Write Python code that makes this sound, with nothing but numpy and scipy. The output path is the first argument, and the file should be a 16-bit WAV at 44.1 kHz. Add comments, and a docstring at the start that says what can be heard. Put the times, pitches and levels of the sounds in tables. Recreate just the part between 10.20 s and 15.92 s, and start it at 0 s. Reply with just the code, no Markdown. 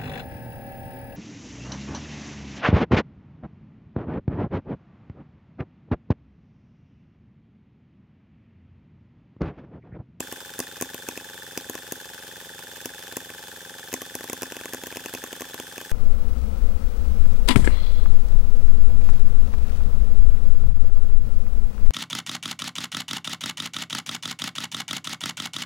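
"""On a wooden porch, an electric starter cranks a miniature two-cylinder four-stroke engine that
never catches. The meshing gear teeth whine and rasp, and the drive squeals and groans under the
periodic load of compression. Valves tick, and both cylinders puff through their open exhausts.
Now and then a charge fires with a sharp pop: a pulse of gas under a turbulent crack. The pulses
excite the modes of the deck boards; the ticks and cracks excite those of the metal casing."""
import sys
import numpy as np
from scipy import signal
from scipy.fft import rfft, irfft
from scipy.io import wavfile

SR = 44100
rng = np.random.default_rng(int(sys.argv[2]) if len(sys.argv) > 2 else 0)


def wav_out(sig):
    """Save sig, one row per channel (or a flat mono array), as 16-bit PCM at SR to the path in sys.argv[1]."""
    wavfile.write(sys.argv[1], SR, np.round(np.clip(np.atleast_2d(sig).T, -1, 1) * 32767).astype(np.int16))


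N = 252163
TIME = np.arange(N) / SR
PULSE_MS = np.arange(SR // 100) * 1000 / SR  # time axis of one short transient


def amp(db):
    """Amplitude ratio of a level in decibels."""
    return 10 ** (np.asarray(db) / 20)


def unit(x):
    """Normalisation to an rms of 1."""
    return x / np.sqrt(np.mean(x ** 2) + 1e-20)


def read(points, hz):
    """Interpolation along a logarithmic frequency axis."""
    frequency, value = np.transpose(points)
    return np.interp(np.log(hz + 1), np.log(frequency), value)


def add(mix, start_s, sound):
    """Superposition: a sound joins the mix at start_s."""
    part = mix[..., max(round(start_s * SR), 0):][..., :sound.shape[-1]]
    part += sound[..., :part.shape[-1]]


def shape(x, points):
    """Zero-phase filtering by a gain curve in decibels."""
    size = x.shape[-1]
    return irfft(rfft(x) * amp(read(points, np.fft.rfftfreq(size, 1 / SR))), size)


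def noise(points, size=N):
    """Two uncorrelated coloured noises, mid and side, with a joint rms of 1."""
    return unit(shape(rng.standard_normal((2, size)), points))


def wander(hz):
    """Random modulation of rms 1, low-passed at hz."""
    rolloff = 1 + (np.fft.rfftfreq(N, 1 / SR) / hz) ** 4
    return unit(irfft(rfft(rng.standard_normal(N)) / rolloff, N))


def moments(cycles, phase):
    """Periodic timing: the seconds at which the engine passes one phase (0-1) of its cycle."""
    passes = np.arange(np.ceil(cycles[0] - phase), cycles[-1] - phase) + phase
    return np.interp(passes, cycles, TIME)


# Cranking speed in four-stroke cycles: time_s, cycle_rate_hz
CRANK_SPEED = [(0.0, 22.35), (0.4, 22.701), (0.9, 22.609), (1.4, 22.481), (1.75, 22.359), (2.3, 22.446),
               (2.8, 22.517), (3.3, 22.325), (3.9, 22.375), (4.4, 22.274), (4.9, 22.346), (5.3, 22.143),
               (5.7, 22.19)]

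def crank(start_cycles=0.562):
    """Phase is the integral of rate: the engine's running position in cycles."""
    return start_cycles + np.cumsum(np.interp(TIME, *np.transpose(CRANK_SPEED))) / SR


# Spectrum of the outdoor air: frequency_hz, relative_db
AIR_SPECTRUM = [(20, -16), (45, 2), (80, 12), (250, 12), (600, -42), (2000, -33), (16000, -37)]

def air(level_db=-66):
    """Ambient noise: a steady floor with its energy mostly in the bass."""
    return amp(level_db) * noise(AIR_SPECTRUM)


# Colour of the porch's reflections: frequency_hz, gain_db
PORCH_REFLECTION = [(150, -16), (500, -10), (1000, -2), (2000, -3), (4000, 2), (16000, 2)]
# Reverberation time of the porch: frequency_hz, t60_s
PORCH_DECAY = [(100, 0.68), (500, 0.063), (2000, 0.4), (8000, 0.16), (16000, 0.097)]

def porch(x, first_ms=1.1, early_db=9, early_ms=12):
    """Reverberation: dense early reflections from floor, wall and engine base, then a short tail."""
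    t = TIME[:SR // 2]
    taps = rng.standard_normal((2, len(t))) * (rng.random((2, len(t))) < .12)
    taps *= (t > first_ms / 1000) * (1 + amp(early_db) * np.exp(-t * 1000 / early_ms))
    hz, delay_s, spectra = signal.stft(taps, SR, nperseg=256)
    decay = amp(-60 * delay_s / read(PORCH_DECAY, hz)[:, None])
    response = signal.istft(spectra * decay, SR, nperseg=256)[1]
    response /= np.linalg.norm(response[0])
    return signal.fftconvolve(shape(x, PORCH_REFLECTION)[None], response, axes=1)[:, :N]


# Modes of the deck boards and engine base: pitch_hz, relative_db, t60_s
DECK_MODES = [(101, -27, 0.064), (261.8, -17.5, 0.18), (325, -21.5, 0.13), (416, -11, 0.021),
              (547.5, -16.5, 0.048), (746, -42, 0.02)]

def deck(beats):
    """Modal response: the boards ring as damped sinusoids after each beat of the engine."""
    t = TIME[:SR // 4]
    ring = sum(amp(db - 60 * t / t60) * np.sin(2 * np.pi * hz * t) for hz, db, t60 in DECK_MODES)
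    return signal.fftconvolve(beats, ring)[:N] * 1000 / SR


# Modes of the metal casing and ports: pitch_hz, bandwidth_hz, gain_db
CASING_MODES = [(2555, 163, 0), (3125, 130, -3.5), (5050, 90, -8), (6700, 97, -18), (8350, 81, 0),
                (12600, 310, -24), (14600, 450, -8)]

def casing(x):
    """Resonance: the engine's metal adds short rings to the sound that excites it."""
    return x + sum(amp(db) * signal.lfilter(*signal.iirpeak(hz, hz / width, SR), x)
                   for hz, width, db in CASING_MODES)


# Harmonics of the rocking base: multiple_of_cycle_rate, level_db
ROCKING_HARMONICS = [(3, -64.5), (4, -65.5), (5, -63), (7, -60.5), (8, -62)]

def rocking(cycles, phase=0.518):
    """Forced vibration: the pistons shake the base in a low chug, once a cycle."""
    return sum(amp(db) * np.cos(2 * np.pi * order * (cycles - phase)) for order, db in ROCKING_HARMONICS)


# Ticks and spits of the valve train: phase_cycles, decay_ms, relative_db
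VALVE_TICKS = [(0.099, 1.75, -46), (0.146, 2, -44), (0.232, 1.7, -45.5), (0.37, 4.75, -43.5),
               (0.613, 0.72, -42), (0.87, 0.55, -43)]
# Spectrum of a tick: frequency_hz, relative_db
TICK_SPECTRUM = [(300, -37), (1000, 2.5), (2100, -5.5), (3000, 0.5), (4200, -2), (6000, -1.5), (8300, -8.5),
                 (11000, -7.5), (14000, -4), (16000, -6)]

def valves(cycles, gain_db=3, uneven_db=2.5, rattle_per_s=110, rattle_db=-49, rattle_ms=0.67):
    """Impact noise: the valves tick at set phases of the cycle, and loose parts rattle at random."""
    ticks, ms = np.zeros(N), PULSE_MS
    attack = 1 - np.exp(-ms / 0.21)
    for phase, decay_ms, db in VALVE_TICKS:
        for s in moments(cycles, phase):
            late, loud = rng.standard_normal(2)
            add(ticks, s + .00012 * late, amp(db + uneven_db * loud) * np.exp(-ms / decay_ms) * attack)
    struck = rng.random(N) < rattle_per_s / SR
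    knocks = struck * amp(rattle_db + 0.6 * np.minimum(rng.exponential(1, N), 3.5))
    rattle = signal.fftconvolve(knocks, np.exp(-ms / rattle_ms))[:N]
    return amp(gain_db) * (ticks + rattle) * noise(TICK_SPECTRUM)


# Where the engine drags on the starter: phase_cycles, width_cycles, load_fraction
LOAD_PEAKS = [(0.195, 0.02, 0.7), (0.43, 0.075, 0.97), (0.8, 0.04, 0.8)]
# Where the engine coasts: phase_cycles, width_cycles
COAST_SPANS = [(0.03, 0.047), (0.7, 0.048)]
# Spectrum of the drive's rasp: frequency_hz, relative_db
RASP_SPECTRUM = [(100, -4), (450, -4.5), (650, 0.5), (850, 7), (1150, -16.5), (1480, 7), (2150, -4),
                 (2650, -6), (3150, 2), (4200, -3.5), (5300, -0.5), (7200, 1), (9500, -3.5), (14000, -4.5),
                 (16000, -24)]

def starter(cycles, teeth_per_cycle=156.2, sag=0.036, flutter=0.004, flutter_hz=180,
            whine_db=-51.3, duck_db=2.5, coast_db=6.5, flicker_db=1.8,
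            rasp_db=-49, rasp_load_db=3.2, grit_db=1.5):
    """Gear-mesh tone and rasp: load lowers the whine and lifts the rasp; coasting swells the whine."""
    def bump(phase, width):
        return np.exp(-(((cycles - phase + .5) % 1 - .5) / width) ** 2)
    load = sum(size * bump(phase, width) for phase, width, size in LOAD_PEAKS)
    coast = sum(bump(phase, width) for phase, width in COAST_SPANS)
    speed_change = flutter * wander(flutter_hz) - sag * load  # fraction of the cranking speed
    sway = np.cumsum(speed_change * np.gradient(cycles))
    angle = 2 * np.pi * teeth_per_cycle * (cycles + sway)
    partials = [(1, 0), (1 / 2, -17), (2, -14)]  # multiple_of_mesh_rate, relative_db
    whine = sum(amp(db + flicker_db * wander(190)) * np.sin(k * angle) for k, db in partials)
    rasp = noise(RASP_SPECTRUM) * amp(rasp_db + rasp_load_db * load + grit_db * wander(570))
    return whine * amp(whine_db - duck_db * load + coast_db * coast), rasp


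def groan(cycles, phase=.465, pitch_hz=850, level_db=-46, half_width_ms=5.0):
    """Vibration under load: between exhaust beats the drive groans about an octave below its squeal."""
    out, ms = np.zeros(N), np.arange(-SR // 70, SR // 70) * 1000 / SR
    envelope = np.exp(-(ms / half_width_ms) ** 2)
    for s in moments(cycles, phase):
        loud, sharp, turn = rng.standard_normal(3)
        tone = np.sin(2 * np.pi * pitch_hz * (1 + 0.013 * sharp) * ms / 1000 + np.pi * turn)
        add(out, s + ms[0] / 1000, amp(level_db + loud) * envelope * tone)
    return out


def squeal(cycles, phase=.195, level_db=-33.5, start_hz=1770, end_hz=1600, glide_ms=2.2,
           rise_ms=1.18, fall_ms=2.1, drag_db=-13, drag_delay_ms=9, drag_width_ms=7, judder_hz=140):
    """Strain at top compression: the drive gives a falling chirp, then a weaker, noise-modulated drag."""
    out, ms = np.zeros(N), np.arange(-SR // 200, SR // 40) * 1000 / SR
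    hz = end_hz + (start_hz - end_hz) / (1 + np.exp(ms / glide_ms))
    strain = np.exp(-(ms / np.where(ms < 0, rise_ms, fall_ms)) ** 2)
    drag = amp(drag_db) * np.exp(-((ms - drag_delay_ms) / drag_width_ms) ** 2)
    lowpass = signal.butter(2, judder_hz, fs=SR, output="sos")
    for s in moments(cycles, phase):
        late, loud, sharp, turn = rng.standard_normal(4)
        angle = 2 * np.pi * np.cumsum(hz * (1 + .015 * sharp)) / SR + np.pi * turn
        judder = unit(signal.sosfilt(lowpass, rng.standard_normal(len(ms))))
        tone = strain * np.sin(angle) + drag * judder * np.cos(angle)
        add(out, s + ms[0] / 1000 + .0002 * late, amp(level_db + loud) * tone)
    return out


def blowdown(pitch_ratio, shut_hz=385, open_hz=1120, opens_ms=3.44, opening_ms=0.26,
             peak_ms=2.455, rise_ms=2.56, fall_ms=1.34, tail_db=-24, tail_ms=9):
    """Cavity resonance: gas swings briefly in cylinder and port, rising in pitch as the valve opens."""
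    ms = PULSE_MS * pitch_ratio  # the ratio divides every time and multiplies every frequency
    hz = shut_hz + (open_hz - shut_hz) / (1 + np.exp((opens_ms - ms) / opening_ms))
    swell = np.exp(-((ms - peak_ms) / np.where(ms < peak_ms, rise_ms, fall_ms)) ** 2)
    tail = amp(tail_db) * np.exp(-ms / tail_ms)
    return (swell + tail) * np.sin(2 * np.pi * np.cumsum(hz * pitch_ratio) / SR)


# Two soft exhaust puffs and one higher tap in each cycle: phase_cycles, level_db, pitch_ratio
PUFFS_AND_TAP = [(0.37, -39.2, 1.05), (0.622, -37.6, 1.03), (0.858, -41, 2.6)]
# Colour of the puffs and tap: frequency_hz, gain_db
SOFT_BEAT_COLOUR = [(80, 1), (160, -1.5), (300, -3), (540, 1), (660, -4.5), (900, -5), (1500, -1.5)]

def puffs_and_tap(cycles):
    """Pressure release gives two soft exhaust puffs a cycle; one higher tap follows them."""
    out, fired_s = np.zeros(N), np.transpose(FIRINGS)[0]
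    for phase, db, pitch_ratio in PUFFS_AND_TAP:
        for s in moments(cycles, phase):
            late, loud, sharp = rng.standard_normal(3)
            if abs(fired_s - s).min() > .004:  # a pop within 4 ms takes the beat's place
                beat = blowdown(pitch_ratio * (1 + 0.018 * sharp))
                add(out, s + .00005 * late, amp(db + 0.78 * loud) * beat)
    return shape(out, SOFT_BEAT_COLOUR)


def port_whistle(pitch_hz=1050, relative_db=-12, centre_ms=5.45, half_width_ms=3.3):
    """Free oscillation: the open port whistles on for a moment after a charge fires."""
    hz = pitch_hz * rng.uniform(.94, 1.06)
    tone = np.sin(2 * np.pi * (hz * PULSE_MS / 1000 + rng.random()))
    return amp(relative_db) * np.exp(-((PULSE_MS - centre_ms) / half_width_ms) ** 2) * tone


# Charges that fire, relative to a usual charge: start_s, strength_db
FIRINGS = [(0.0039, 4.5), (0.1242, -0.5), (0.3904, 2.5), (0.4015, 5), (0.611, 3), (0.6223, 5.5),
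           (0.744, -0.5), (0.8866, 3.5), (0.9746, -0.5), (1.3749, 4.5), (1.4967, 2), (1.5523, 0),
           (1.7215, 3), (2.6564, 2), (2.9233, -6.5), (2.968, 3.5), (3.1016, -7), (3.728, 0), (3.739, 6),
           (3.8174, -0.5), (3.952, 2.5), (4.0079, -3), (4.0408, -2.5), (4.0976, 2.5), (4.1305, 3),
           (4.22, 1), (4.231, 3), (4.3211, -0.5), (4.3664, -1), (4.411, -3.5), (4.456, 0), (4.5341, 1),
           (4.5454, 1), (4.636, -0.5), (4.6687, -1), (4.7246, -4), (4.758, -4.5), (4.7694, 1), (4.859, 1),
           (4.9373, -0.5), (4.9489, 1.5), (5.0387, 1), (5.1285, 0), (5.207, -1), (5.2187, 0.5),
           (5.3423, -2), (5.399, 0.5), (5.5793, -0.5), (5.6124, -5), (5.7141, -2.5)]
# Opening of each cylinder's exhaust: phase_cycles
EXHAUST_PHASES = [0.37, 0.622]
# Colour of a fired thump: frequency_hz, gain_db
THUMP_COLOUR = [(60, -1.5), (105, 7), (165, -1.5), (300, 0.1), (520, -1), (700, 5), (1000, -0.5)]
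# Spectra of the crack's low, middle and high bands: frequency_hz, relative_db
BARK_SPECTRUM = [(300, -12.5), (1000, -22), (1650, 3.5), (2050, -9.5), (2650, -3), (3300, -13), (4300, -21),
                 (8000, -33)]
RIP_SPECTRUM = [(2500, -48), (4200, -10), (5300, 0.5), (6500, 6.5), (8300, -3), (10000, -10), (16000, -38)]
FIZZ_SPECTRUM = [(6000, -64), (9300, -1), (11500, 4.5), (14000, 1), (16000, -5)]
# Crack of a usual charge, one row a cylinder: bark_db, rip_db, fizz_db
CRACK_LEVELS = [(-34, -32.5, -29), (-31, -32.5, -34)]
# Brightening of the crack with strength: bark_db_per_db, rip_db_per_db, fizz_db_per_db
CRACK_SLOPES = [0.63, 1.88, 1.56]

def pops(cycles, thump_db=-27, jet_peak_ms=0.94, sharpness=1.75, slowing_per_db=0.016):
    """Combustion pulse: one swing of gas, wider when stronger, under a crack of turbulent jet noise."""
    thumps, cracks = np.zeros(N), np.zeros((2, N))
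    jet = (PULSE_MS / jet_peak_ms * np.exp(1 - PULSE_MS / jet_peak_ms)) ** sharpness
    bands = BARK_SPECTRUM, RIP_SPECTRUM, FIZZ_SPECTRUM
    for s, strength_db in FIRINGS:
        phase = np.interp(s, TIME, cycles) % 1
        cylinder = np.argmin(abs(phase - np.array(EXHAUST_PHASES)))
        thump = blowdown(1 - slowing_per_db * strength_db) + port_whistle()
        add(thumps, s, amp(thump_db + strength_db) * thump)
        for db, slope, spectrum in zip(CRACK_LEVELS[cylinder], CRACK_SLOPES, bands):
            burst = jet * noise(spectrum, size=len(jet))
            burst *= np.linalg.norm(jet) / np.linalg.norm(burst, axis=1, keepdims=True)
            add(cracks, s, amp(db + slope * strength_db) * burst)
    return shape(thumps, THUMP_COLOUR), cracks


# Stereo width, as the gain of the side signal: frequency_hz, gain_db
SIDE_GAIN = [(100, -43), (200, -43), (350, -32), (700, -15), (1400, -9.5), (2800, -5), (5600, -3),
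             (10000, 0), (15000, -1)]

def scene(beat_room_db=-18, crack_room_db=-13, drive_room_db=-10, crack_side_db=-5):
    """Direct and reflected sound superpose at a close microphone pair, which hears the bass as one."""
    cycles = crank()
    whine, rasp = starter(cycles)
    thumps, cracks = pops(cycles)
    cracks = casing(cracks) * amp([[0], [crack_side_db]])  # straight from the exhaust, so narrower
    beats = thumps + puffs_and_tap(cycles)
    drive = whine + squeal(cycles) + groan(cycles)
    spread = casing(rasp + valves(cycles)) + cracks + air()  # rows: mid, side
    to_porch = amp(beat_room_db) * beats + amp(crack_room_db) * cracks[0] + amp(drive_room_db) * drive
    spread += porch(to_porch)
    direct = beats + deck(beats) + rocking(cycles) + drive
    quadrature = signal.hilbert(direct).imag  # puts the two microphones slightly out of step
    mid, side = spread[0] + direct, shape(spread[1] + quadrature, SIDE_GAIN)
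    return np.array([mid + side, mid - side])


# Level difference between the microphones: frequency_hz, left_minus_right_db
MIC_BALANCE = [(550, -1), (1050, 1), (1800, 4), (3300, -0.5), (5500, -0.5), (9000, -2.5), (14000, 3)]

def record(dry, low_cut_hz=55, high_cut_hz=15900):
    """Frequency response: each microphone has its own colour above the bass; both are band-limited."""
    hz = np.fft.rfftfreq(N, 1 / SR)
    balance_db = read(MIC_BALANCE, hz) * np.clip(hz / 400 - 1, 0, 1)
    coloured = irfft(rfft(dry) * amp(np.outer([1 / 2, -1 / 2], balance_db)), N)
    highpass = signal.butter(3, low_cut_hz, "high", fs=SR, output="sos")
    lowpass = signal.firwin(401, high_cut_hz, window=("kaiser", 8), fs=SR)
    return signal.oaconvolve(signal.sosfilt(highpass, coloured), lowpass[None], "same")


dry = scene()
out = record(dry)
wav_out(out)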